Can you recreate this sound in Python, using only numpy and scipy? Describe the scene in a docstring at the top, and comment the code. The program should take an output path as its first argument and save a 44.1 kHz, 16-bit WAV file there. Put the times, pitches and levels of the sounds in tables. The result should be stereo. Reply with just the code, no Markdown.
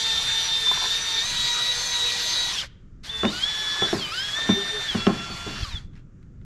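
"""A paved yard, where a cordless drill spins a scrub brush on a mower in two bursts.
Motor and gear teeth whine as sines at multiples of the shaft speed; rattle and bristle hiss are banded noise.
The brush hub taps the plastic wheel and the drill bumps the steel deck: clicks that ring their modes.
A deck panel hums as one wavering sine, walls answer through feedback delays,
shoes scuff in gritty bursts, and wind buffets the microphone over faint far air."""
import sys
import numpy as np
from scipy import signal
from scipy.fft import rfft, irfft
from scipy.io import wavfile
from scipy.ndimage import uniform_filter1d

SR = 44100
rng = np.random.default_rng(int(sys.argv[2]) if len(sys.argv) > 2 else 0)


def store_wav(level_fs):
    """Save 16-bit WAV to argv[1]."""
    pcm = np.round(np.clip(np.atleast_2d(level_fs), -1, 1) * 32767)
    wavfile.write(sys.argv[1], SR, pcm.T.astype(np.int16))


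N = 284434


def amp(db):
    """dB to gain."""
    return 10 ** (np.asarray(db) / 20)


def rms_one(x):
    """Scale to rms 1."""
    return x / np.sqrt(np.mean(x ** 2) + 1e-20)


def in_time(rows):
    """Draw the columns after the time column as sample-by-sample curves."""
    s, *columns = np.transpose(rows)
    return [np.interp(np.arange(N) / SR, s, c) for c in columns]


def while_on(tables, rise_s=0.0097, fall_s=0.0081):
    """Gate that is open from the first to the last time of each table; one that starts at 0 is open at once."""
    t = np.arange(N) / SR
    gate = 0
    for rows in tables:
        start, end = rows[0][0], rows[-1][0]
        fade_in = (t - start) / rise_s + (start == 0)
        fade_out = (end - t) / fall_s
        gate = gate + np.clip(np.minimum(fade_in, fade_out), 0, 1)
    return gate


def at_hz(points, hz):
    """Read a spectrum on a log-frequency axis."""
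    points = np.array(points)
    return np.interp(np.log(hz), np.log(points[:, 0]), points[:, 1])


def drift(rate):
    """Slow random wander of spread 1: noise through two equal low-pass poles at rate [Hz]."""
    step = 40   # samples between the points of the slow curve
    r = np.exp(-2 * np.pi * rate * step / SR)
    white = rng.standard_normal(N // step + 2002)
    slow = rms_one(signal.lfilter([1], [1, -2 * r, r * r], white)[2000:])   # drop the filter's start
    return np.interp(np.arange(N) / step, np.arange(len(slow)), slow)


def ring(clicks, hz, t60):
    """One mode as a two-pole resonator: a unit click starts a sine of height 1 that falls 60 dB in t60 [s]."""
    r, w = amp(-60 / (t60 * SR)), 2 * np.pi * hz / SR
    return signal.lfilter([0, np.sin(w)], [1, -2 * r * np.cos(w), r * r], clicks + 1e-18)


def banded_noise(spectrum, patchy_db, rate, likeness=None):
    """Third-octave bands of stereo noise, each with its own level, flicker and left-right likeness; rms 1."""
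    # usual left-right likeness of noise: (frequency [Hz], correlation)
    usual_likeness = [(300, 0.9), (1000, 0.94), (4000, 0.98), (8000, 0.65), (13000, .6)]
    likeness = usual_likeness if likeness is None else likeness
    lowest, highest = spectrum[0][0], spectrum[-1][0]
    edges = lowest * 2 ** np.arange(0, np.log2(highest / lowest) + .2, 1 / 3)
    edges = edges[edges < .45 * SR]
    white = rng.standard_normal((2, 2, N))
    out = 0
    for k, (low, high) in enumerate(zip(edges, edges[1:])):
        band = signal.butter(2, [low, high], "band", fs=SR, output="sos")
        mid, side = signal.sosfilt(band, white[k % 2])   # neighbouring bands take different noise
        hz = np.sqrt(low * high)
        alike = np.clip(at_hz(likeness, hz), -1, 1)
        gain = amp(at_hz(spectrum, hz) + patchy_db * drift(rate))
        out = out + gain * (np.sqrt(1 + alike) * mid + np.sqrt(1 - alike) * side * [[1], [-1]])
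    return rms_one(out)


def casing_gain(hz, resonance):
    """The casing lifts whatever falls on its resonance, a bell around the middle frequency."""
    mid_hz, wide_hz, db = resonance
    return 1 + (amp(db) - 1) / (1 + (2 * (hz - mid_hz) / wide_hz) ** 2)


def strong_whines(turns, hz, change_per_s, glide, swing_db):
    """The loudest shaft multiples, shaped by speed, tilt of the drill and the resonance of its housing."""
    # which multiples of the shaft speed whine strongest
    strong_multiples = (4, 8, 10, 13, 16)
    # one row for each: (level at full speed before swell and housing [dB], rise per octave of speed [dB],
    # share of the swell, share of the rattle's swing, flutter [dB],
    # gain speeding up and loss slowing down [dB], share of the housing's lift)
    strong_levels = [(-43, 15, 0.23, -0.5, 2.5, 5, 0.37), (-44.5, 5, 0.83, 0.92, 1.5, 3.5, 0.95),
                     (-50.5, -1.5, .3, 0.92, 2.5, 1, 0.98), (-39.5, 14.5, -0.33, 0.54, 3.5, 3, 0.24),
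                     (-58.5, -32, 0.55, 1, 0.5, 0.5, .55)]
    # the whine swells and sinks as the drill is tilted: (time [s], level [dB])
    tilt_swell = [(0.0, -3.5), (0.07, 8.5), (0.1, 7), (0.16, 6.5), (0.24, -1), (0.28, 1), (0.32, 1),
                  (0.39, 8), (0.46, -4), (0.54, 11.5), (0.59, 6), (0.71, 9), (0.78, -2), (0.96, 7),
                  (1.04, -6), (1.07, 4.5), (1.2, 6.5), (1.33, -3.5), (1.43, 9), (1.7, 11), (1.8, -13.5),
                  (2.04, 13), (2.16, 0.5), (2.33, -2.5), (2.4, 11.5), (2.45, 7), (2.5, -3), (2.55, -4),
                  (2.6, 6.5), (2.65, -9), (3.07, -22.5), (3.1, -8.5), (3.29, -10), (3.41, 2.5), (3.46, 6),
                  (3.78, 1), (3.84, 13), (3.97, -27), (4.03, 6), (4.12, 0), (4.17, -0.5), (4.33, -4),
                  (4.36, 3.5), (4.44, 12), (4.47, -1), (4.52, 13), (4.78, 8), (4.88, 0.5), (4.91, -2.5),
                  (5.07, 10.5), (5.1, -9), (5.2, 11), (5.31, -10), (5.4, -6), (5.63, 4.5), (5.68, 6),
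                  (5.73, -10), (5.8, -22)]
    # sharp resonance of the housing: (frequency [Hz], width [Hz], lift [dB])
    housing = (3360, 580, 18.94)
    full_speed_hz = 450
    full_drive_per_s = 1.4   # share of speed change per s at which the drive gain is full
    swell_db = in_time(tilt_swell)[0]
    octaves = np.log2(hz / full_speed_hz)
    drive = np.clip(change_per_s / full_drive_per_s, -1, 1)
    whine = 0
    for k, row in zip(strong_multiples, strong_levels):
        db, octave_db, share, follows, flutter_db, drive_db, lift = row
        level_db = db + octave_db * octaves + share * swell_db + follows * swing_db + drive_db * drive
        flicker_db = flutter_db * drift(6) + (2 + .8 * glide) * drift(36)
        loud = amp(level_db + flicker_db) * casing_gain(k * hz, housing) ** lift
        whine += np.sqrt(2) * loud * np.sin(2 * np.pi * (k * turns + rng.random()))
    return whine


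def weak_whines(turns, hz, glide, swing_db):
    """Fainter shaft multiples from the gears: follow the rattle, blur in glides, stand out at low speed."""
    # the odd fractions are the planet gears and their side tones:
    # (shaft multiple, level before the gears' rise and fall and the casing [dB], flutter [dB])
    gear_tones = [(1, -56, 4), (2, -50, 3), (3, -55, 4), (5, -53, 4), (6, -58, 3), (6.41, -62, 3),
                  (7, -49.5, 2.5), (7.41, -50, 2.5), (8.41, -49, 2.5), (9, -49, 2.5), (9.41, -57, 3),
                  (12, -57, 3), (14, -62, 3), (15, -60, 4), (20, -61, 3), (26, -63, 4), (44, -63, 3)]
    # resonance of the drill casing: (frequency [Hz], width [Hz], lift [dB])
    casing = (3900, 1500, 10)
    gears_db = swing_db - 0.5 - 3.1 * glide + 9 * np.clip(400 / hz - 1, 0, 1)
    whine = 0
    for k, db, flutter_db in gear_tones:
        loud = np.sqrt(2) * amp(gears_db + db + flutter_db * drift(7.1)) * casing_gain(k * hz, casing)
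        whine += loud * np.sin(2 * np.pi * (k * turns + rng.random()))
    return whine


def brush_noise(turns, rattle_db, rumble_db, loud_rattle_db):
    """Bristle hiss and gear rattle that throb with the shaft, over a steadier scrub rumble."""
    # noise colours, relative levels: (frequency [Hz], level per Hz [dB])
    hiss_colour = [(3000, -26.5), (5000, 3), (7500, 2.5), (8500, -5.5), (10500, -9), (12500, -18),
                   (13600, -22.5), (15000, -50)]
    rattle_colour = [(1500, -33), (2000, -6), (2700, -0.5), (3400, 3.5), (4000, 7.5), (5000, -3),
                     (6000, -2.5), (7500, -23.5), (9000, -37)]
    rumble_colour = [(150, -28.5), (250, -13), (424, -11), (477, -12.5), (622, -8.5), (966, -7), (1530, -3),
                     (1940, -3.5), (2600, -9.5), (3380, -36.5), (5720, -120)]
    # one throb a turn, and one at 0.41 of the shaft speed
    throb = 1 + .14 * np.sin(2 * np.pi * turns) + .14 * np.sin(2 * np.pi * .41 * turns)
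    # the hiss lies 6 dB under a loud rattle and swings a little wider
    hiss_db = loud_rattle_db - 6 + 1.01 * (rattle_db - loud_rattle_db)
    noise = amp(hiss_db) * throb * banded_noise(hiss_colour, patchy_db=1.8, rate=7.2)
    noise += amp(rattle_db) * throb * banded_noise(rattle_colour, patchy_db=2.64, rate=11.0)
    noise += amp(rumble_db) * banded_noise(rumble_colour, patchy_db=2.5, rate=9.3)
    return noise


def drill():
    """Motor and gears lock their sines to one shaft angle; the brush noise throbs on the same angle."""
    # motor shaft, one table per trigger pull: (time [s], speed [Hz])
    shaft_speed = [
        [(0.0, 449.5), (0.6, 449.5), (0.7, 444.5), (0.88, 445.5), (0.95, 455), (1.21, 451), (1.265, 483),
         (2.52, 483), (2.59, 402), (2.66, 190)],
        [(3.075, 200), (3.105, 222), (3.23, 218), (3.3, 230), (3.33, 352), (3.42, 387), (3.45, 420),
         (3.49, 430.5), (3.93, 430), (3.96, 394), (4.01, 330), (4.06, 298), (4.11, 303), (4.15, 360),
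         (4.24, 413.5), (4.33, 418.5), (4.38, 448.5), (4.87, 449), (4.98, 338), (5.13, 340.5), (5.3, 344),
         (5.62, 344.5), (5.66, 293), (5.72, 240), (5.8, 195)],
    ]
    # gear rattle and bristles, one table per trigger pull: (time [s], rattle [dB], scrub rumble [dB])
    brush_levels = [
        [(0.0, -31, -39), (1.0, -32.5, -39), (1.25, -30.5, -38), (2.54, -30.5, -38.5), (2.6, -32.5, -42.5),
         (2.64, -40, -36), (2.68, -56, -66)],
        [(3.03, -48, -53), (3.07, -39.5, -45), (3.11, -45, -50), (3.2, -41, -46), (3.35, -36.5, -41.5),
         (3.92, -35.5, -35.5), (4.06, -39, -41), (4.16, -37, -42.5), (4.46, -37.5, -34), (4.65, -39.5, -38.5),
         (4.94, -36.5, -37), (5.1, -42, -40.5), (5.63, -40.5, -43), (5.78, -52, -48.5), (5.81, -58.5, -54),
         (5.88, -75, -77)],
    ]
    loud_rattle_db = -32   # the rattle's swing is counted from here
    hz = in_time(sum(shaft_speed, []))[0]
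    rattle_db, rumble_db = in_time(sum(brush_levels, []))
    swing_db = rattle_db - loud_rattle_db
    slope = np.gradient(np.log(hz)) * SR   # share of speed change per s
    change_per_s = uniform_filter1d(slope, size=1000)
    glide = np.minimum(uniform_filter1d(np.abs(slope), size=1000), 4)
    # the speed trembles, most while it changes
    tremble = (.001 + .0012 * glide) * drift(40) + .002 * drift(3)
    turns = np.cumsum(hz * (1 + tremble)) / SR
    whine = strong_whines(turns, hz, change_per_s, glide, swing_db)
    whine = whine + weak_whines(turns, hz, glide, swing_db)
    noise = brush_noise(turns, rattle_db, rumble_db, loud_rattle_db)
    return whine * while_on(shaft_speed, rise_s=0.023, fall_s=0.025) + noise * while_on(brush_levels)


def walls(x):
    """Echoes between walls: six feedback delays a side, quieter and duller on every round."""
    t60_s, cut_hz = 0.71, 4300   # decay before dulling, low-pass of each round
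    dull = np.exp(-2 * np.pi * cut_hz / SR)
    lags = (rng.uniform(0.022, .07, 12) * SR).astype(int)
    out = np.zeros((2, N))
    for k, lag in enumerate(lags):
        loop, gain, state = x.copy(), amp(-60 * lag / SR / t60_s), [0.]
        for i in range(lag, N, lag):
            back, state = signal.lfilter([gain * (1 - dull)], [1, -dull], loop[i - lag:i], zi=state)
            loop[i:i + lag] += back[:N - i]
        out[k % 2] += (loop - x) * (-1) ** (k // 2)   # echoes only, signs mixed
    return out


def wind():
    """Buffeting at the microphone: lumpy low noise with a few single pressure swings."""
    # strength of the buffeting before its lumps: (time [s], level [dB])
    wind_level = [(0.0, -44.5), (0.81, -44.5), (1.1, -47), (1.33, -42), (1.7, -48.5), (3.2, -43),
                  (3.74, -47), (4.58, -45), (5.0, -44), (5.77, -40), (6.02, -44), (6.45, -41.5)]
    # single buffets: (time [s], peak [dB], pitch [Hz])
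    gusts = [(5.612, -28.5, 70), (5.632, -19, 70.4), (5.684, -31.5, 70), (5.747, -21.5, 65.4),
             (5.851, -30.5, 69)]
    # relative colour: (frequency [Hz], level per Hz [dB])
    wind_colour = [(12, -29.5), (20, 0.5), (43, -7.5), (158, -9.5), (229, -19.5), (282, -22.5),
                   (318, -23.5), (468, -38.5), (700, -64), (910, -89), (1540, -120)]
    # buffeting differs between the microphone ports: (frequency [Hz], left-right likeness)
    wind_likeness = [(25, 0.72), (70, 0.97), (150, 0.98), (500, 0.79)]
    t = np.arange(N) / SR
    swings = 0
    for s, db, hz in gusts:
        bell = np.exp(-((t - s) * hz * 2.05) ** 2)
        swings = swings - amp(db) * np.cos(2 * np.pi * hz * (t - s)) * bell
    lumps = amp(in_time(wind_level)[0] + 0.87 * drift(5))
    noise = banded_noise(wind_colour, patchy_db=1.0, rate=6.7, likeness=wind_likeness)
    return lumps * noise + swings


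def far_air():
    """Faint steady air of the yard as coloured noise."""
    # relative colour: (frequency [Hz], level per Hz [dB])
    air_colour = [(290, -19), (500, -6.5), (846, -31), (972, -20.5), (1230, -8.5), (2620, -23.5),
                  (4370, -28.5), (6700, -23.5), (10000, -52.5), (13000, -70), (22000, -120)]
    return amp(-70) * banded_noise(air_colour, patchy_db=1.0, rate=5.3)


def blows(events, modes):
    """A blow and its chatter ring the modes near the struck spot's pitch most; a short crack leads."""
    out, t = np.zeros(N), np.arange(SR // 5) / SR
    snap = signal.butter(2, [500, 3200], "band", fs=SR, output="sos")
    for s, db, spot_hz, crack_db, chatter_s in events:
        at, grit = round(s * SR), rng.standard_normal((2, len(t)))
        push = .04 * grit[0] * np.exp(-t / chatter_s * 3)
        push[0] = 1   # the blow itself
        sound = amp(crack_db) * signal.sosfilt(snap, grit[1] * np.exp(-t / .002))
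        for k, (hz, mode_db, t60) in enumerate(modes):
            late = round(SR * .025 / np.sqrt(hz))   # slow bending waves bring the lows last
            off_db = 7 * abs(np.log2(hz / spot_hz))
            mode = ring(push, hz, t60)[:len(t) - late]
            sound[late:] += (-1) ** k * mode * amp(db + mode_db - off_db - 6)
        out[at:at + len(t)] += sound
    return signal.sosfilt(signal.butter(3, [60, 5500], "band", fs=SR, output="sos"), out)


def wheel_taps():
    """The brush hub taps the plastic wheel, whose few modes ring briefly."""
    # (time [s], relative strength [dB])
    hub_taps = [(0.669, -26), (0.713, -16.5), (0.773, -21), (0.815, -24), (0.823, -22.5), (0.84, -18.5),
                (0.856, -20.5)]
    # modes of the wheel: (frequency [Hz], relative level [dB], t60 [s])
    wheel_modes = [(400, 0.5, 0.063), (707, 1, 0.024), (1018, 5.5, 0.045), (1295, -16, .03), (1637, 5, .03)]
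    # blow 4 dB down, spot pitch 1000 Hz, crack 12 dB down, chatter 0.01 s
    return blows([(s, db - 4.0, 1000, db - 12, .01) for s, db in hub_taps], wheel_modes)


def deck_knocks():
    """The drill bumps the steel deck and rings its modes."""
    # (time [s], relative strength [dB], pitch of the struck spot [Hz], crack [dB], chatter length [s])
    knocks = [(3.232, -15.5, 400, -14, 0.087), (3.243, -11.5, 300, -41, 0.095),
              (3.252, -16.5, 190, -9, 0.058), (3.82, -15, 390, -19, 0.11), (3.928, -13.5, 390, -27, 0.082),
              (3.941, -19, 250, -44, 0.13), (3.966, -36, 300, -36, 0.02), (4.385, -28.5, 800, -27, 0.024),
              (4.49, -8, 230, -30, 0.061), (4.505, -16, 220, -31.5, 0.051),
              (4.947, -13.5, 210, -33.5, 0.087), (5.0675, -5.5, 232, -5.5, 0.11),
              (5.093, -16, 195, -33.5, 0.12), (5.3, -29, 300, -40, 0.1), (5.463, -24, 250, -28, 0.25)]
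    # modes of the deck: (frequency [Hz], relative level [dB], t60 [s])
    deck_modes = [(99.2, -6, 0.13), (143.4, -4, 0.15), (186.4, 6.5, 0.042), (229, 5.5, 0.052),
                  (300, -6.5, 0.13), (390, 6.5, 0.027), (553, -9, 0.079), (640, 6, 0.022),
                  (790, 0.5, 0.042), (1070, 4, 0.04), (1330, 4.5, 0.045), (1703, 9, 0.011),
                  (2200, -22.5, .02)]
    return blows(knocks, deck_modes)


def panel():
    """A deck panel hums under the brush: one sine of wavering pitch and level."""
    # (time [s], pitch [Hz], level [dB])
    hum = [(4.52, 396, -50), (4.58, 393.5, -27.5), (4.69, 412, -57), (4.75, 428, -33.5), (4.81, 393, -45.5)]
    hz, db = in_time(hum)
    return np.sqrt(2) * amp(db) * np.sin(2 * np.pi * np.cumsum(hz) / SR) * while_on([hum])


def shoes():
    """Shoes scuff the paving: gritty noise bursts that start at once and die away."""
    # (time [s], level at the start [dB], decay time constant [s])
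    scuffs = [(5.932, -63, 0.019), (5.954, -57, 0.029), (5.974, -61, 0.018), (6.161, -76.5, .005),
              (6.228, -59.5, 0.0049), (6.414, -65, 0.011)]
    # relative colour of the sole: (frequency [Hz], level per Hz [dB])
    sole_colour = [(700, -3), (1500, 5), (3000, 0), (6000, -12), (10000, -30)]
    t = np.arange(N) / SR
    shape = sum(amp(db) * (t > s) * np.exp(-np.abs(t - s) / length) for s, db, length in scuffs)
    grit = amp(1.8 * drift(150))
    return shape * grit * banded_noise(sole_colour, patchy_db=1.0, rate=22)


def at_ports(work):
    """Two microphone ports: the left one's phase shifts with frequency, and the work is panned."""
    # the drill moves about: (time [s], left minus right [dB])
    pan = [(0.0, -0.5), (2.27, -0.5), (3.45, -1), (5.26, -0.9), (5.52, -1.5), (5.9, 0)]
    # phase by which the left is ahead, negative when it lags: (frequency [Hz], phase [radians])
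    left_lead = [(100, 0.4), (1000, -0.4), (3200, -0.74), (6500, -0.46), (9000, -.4), (11000, -0.2)]
    padded = N + 15566   # silence after the end, for the transform
    hz = np.fft.rfftfreq(padded, 1 / SR) + 1   # +1 keeps the logarithm finite
    left = irfft(rfft(work[0], padded) * np.exp(1j * at_hz(left_lead, hz)))[:N]
    pan_db = in_time(pan)[0]
    return np.array([left * amp(pan_db / 2), work[1] * amp(-pan_db / 2)])


def scene():
    """The work and its echoes, with wind, far air and shoes around it."""
    work = drill() + wheel_taps() + deck_knocks() + panel()
    echoes = amp(-24) * walls(work.mean(0))
    return at_ports(work) + echoes + wind() + far_air() + shoes()


def record(dry):
    """A steep low-pass cuts the top."""
    cutoff_hz = 14400
    # the filter counts from the edge of its stop band, a little above the cutoff
    return signal.sosfilt(signal.cheby2(12, 60, cutoff_hz * 1.04, fs=SR, output="sos"), dry)


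dry = scene()
out = record(dry)
store_wav(out)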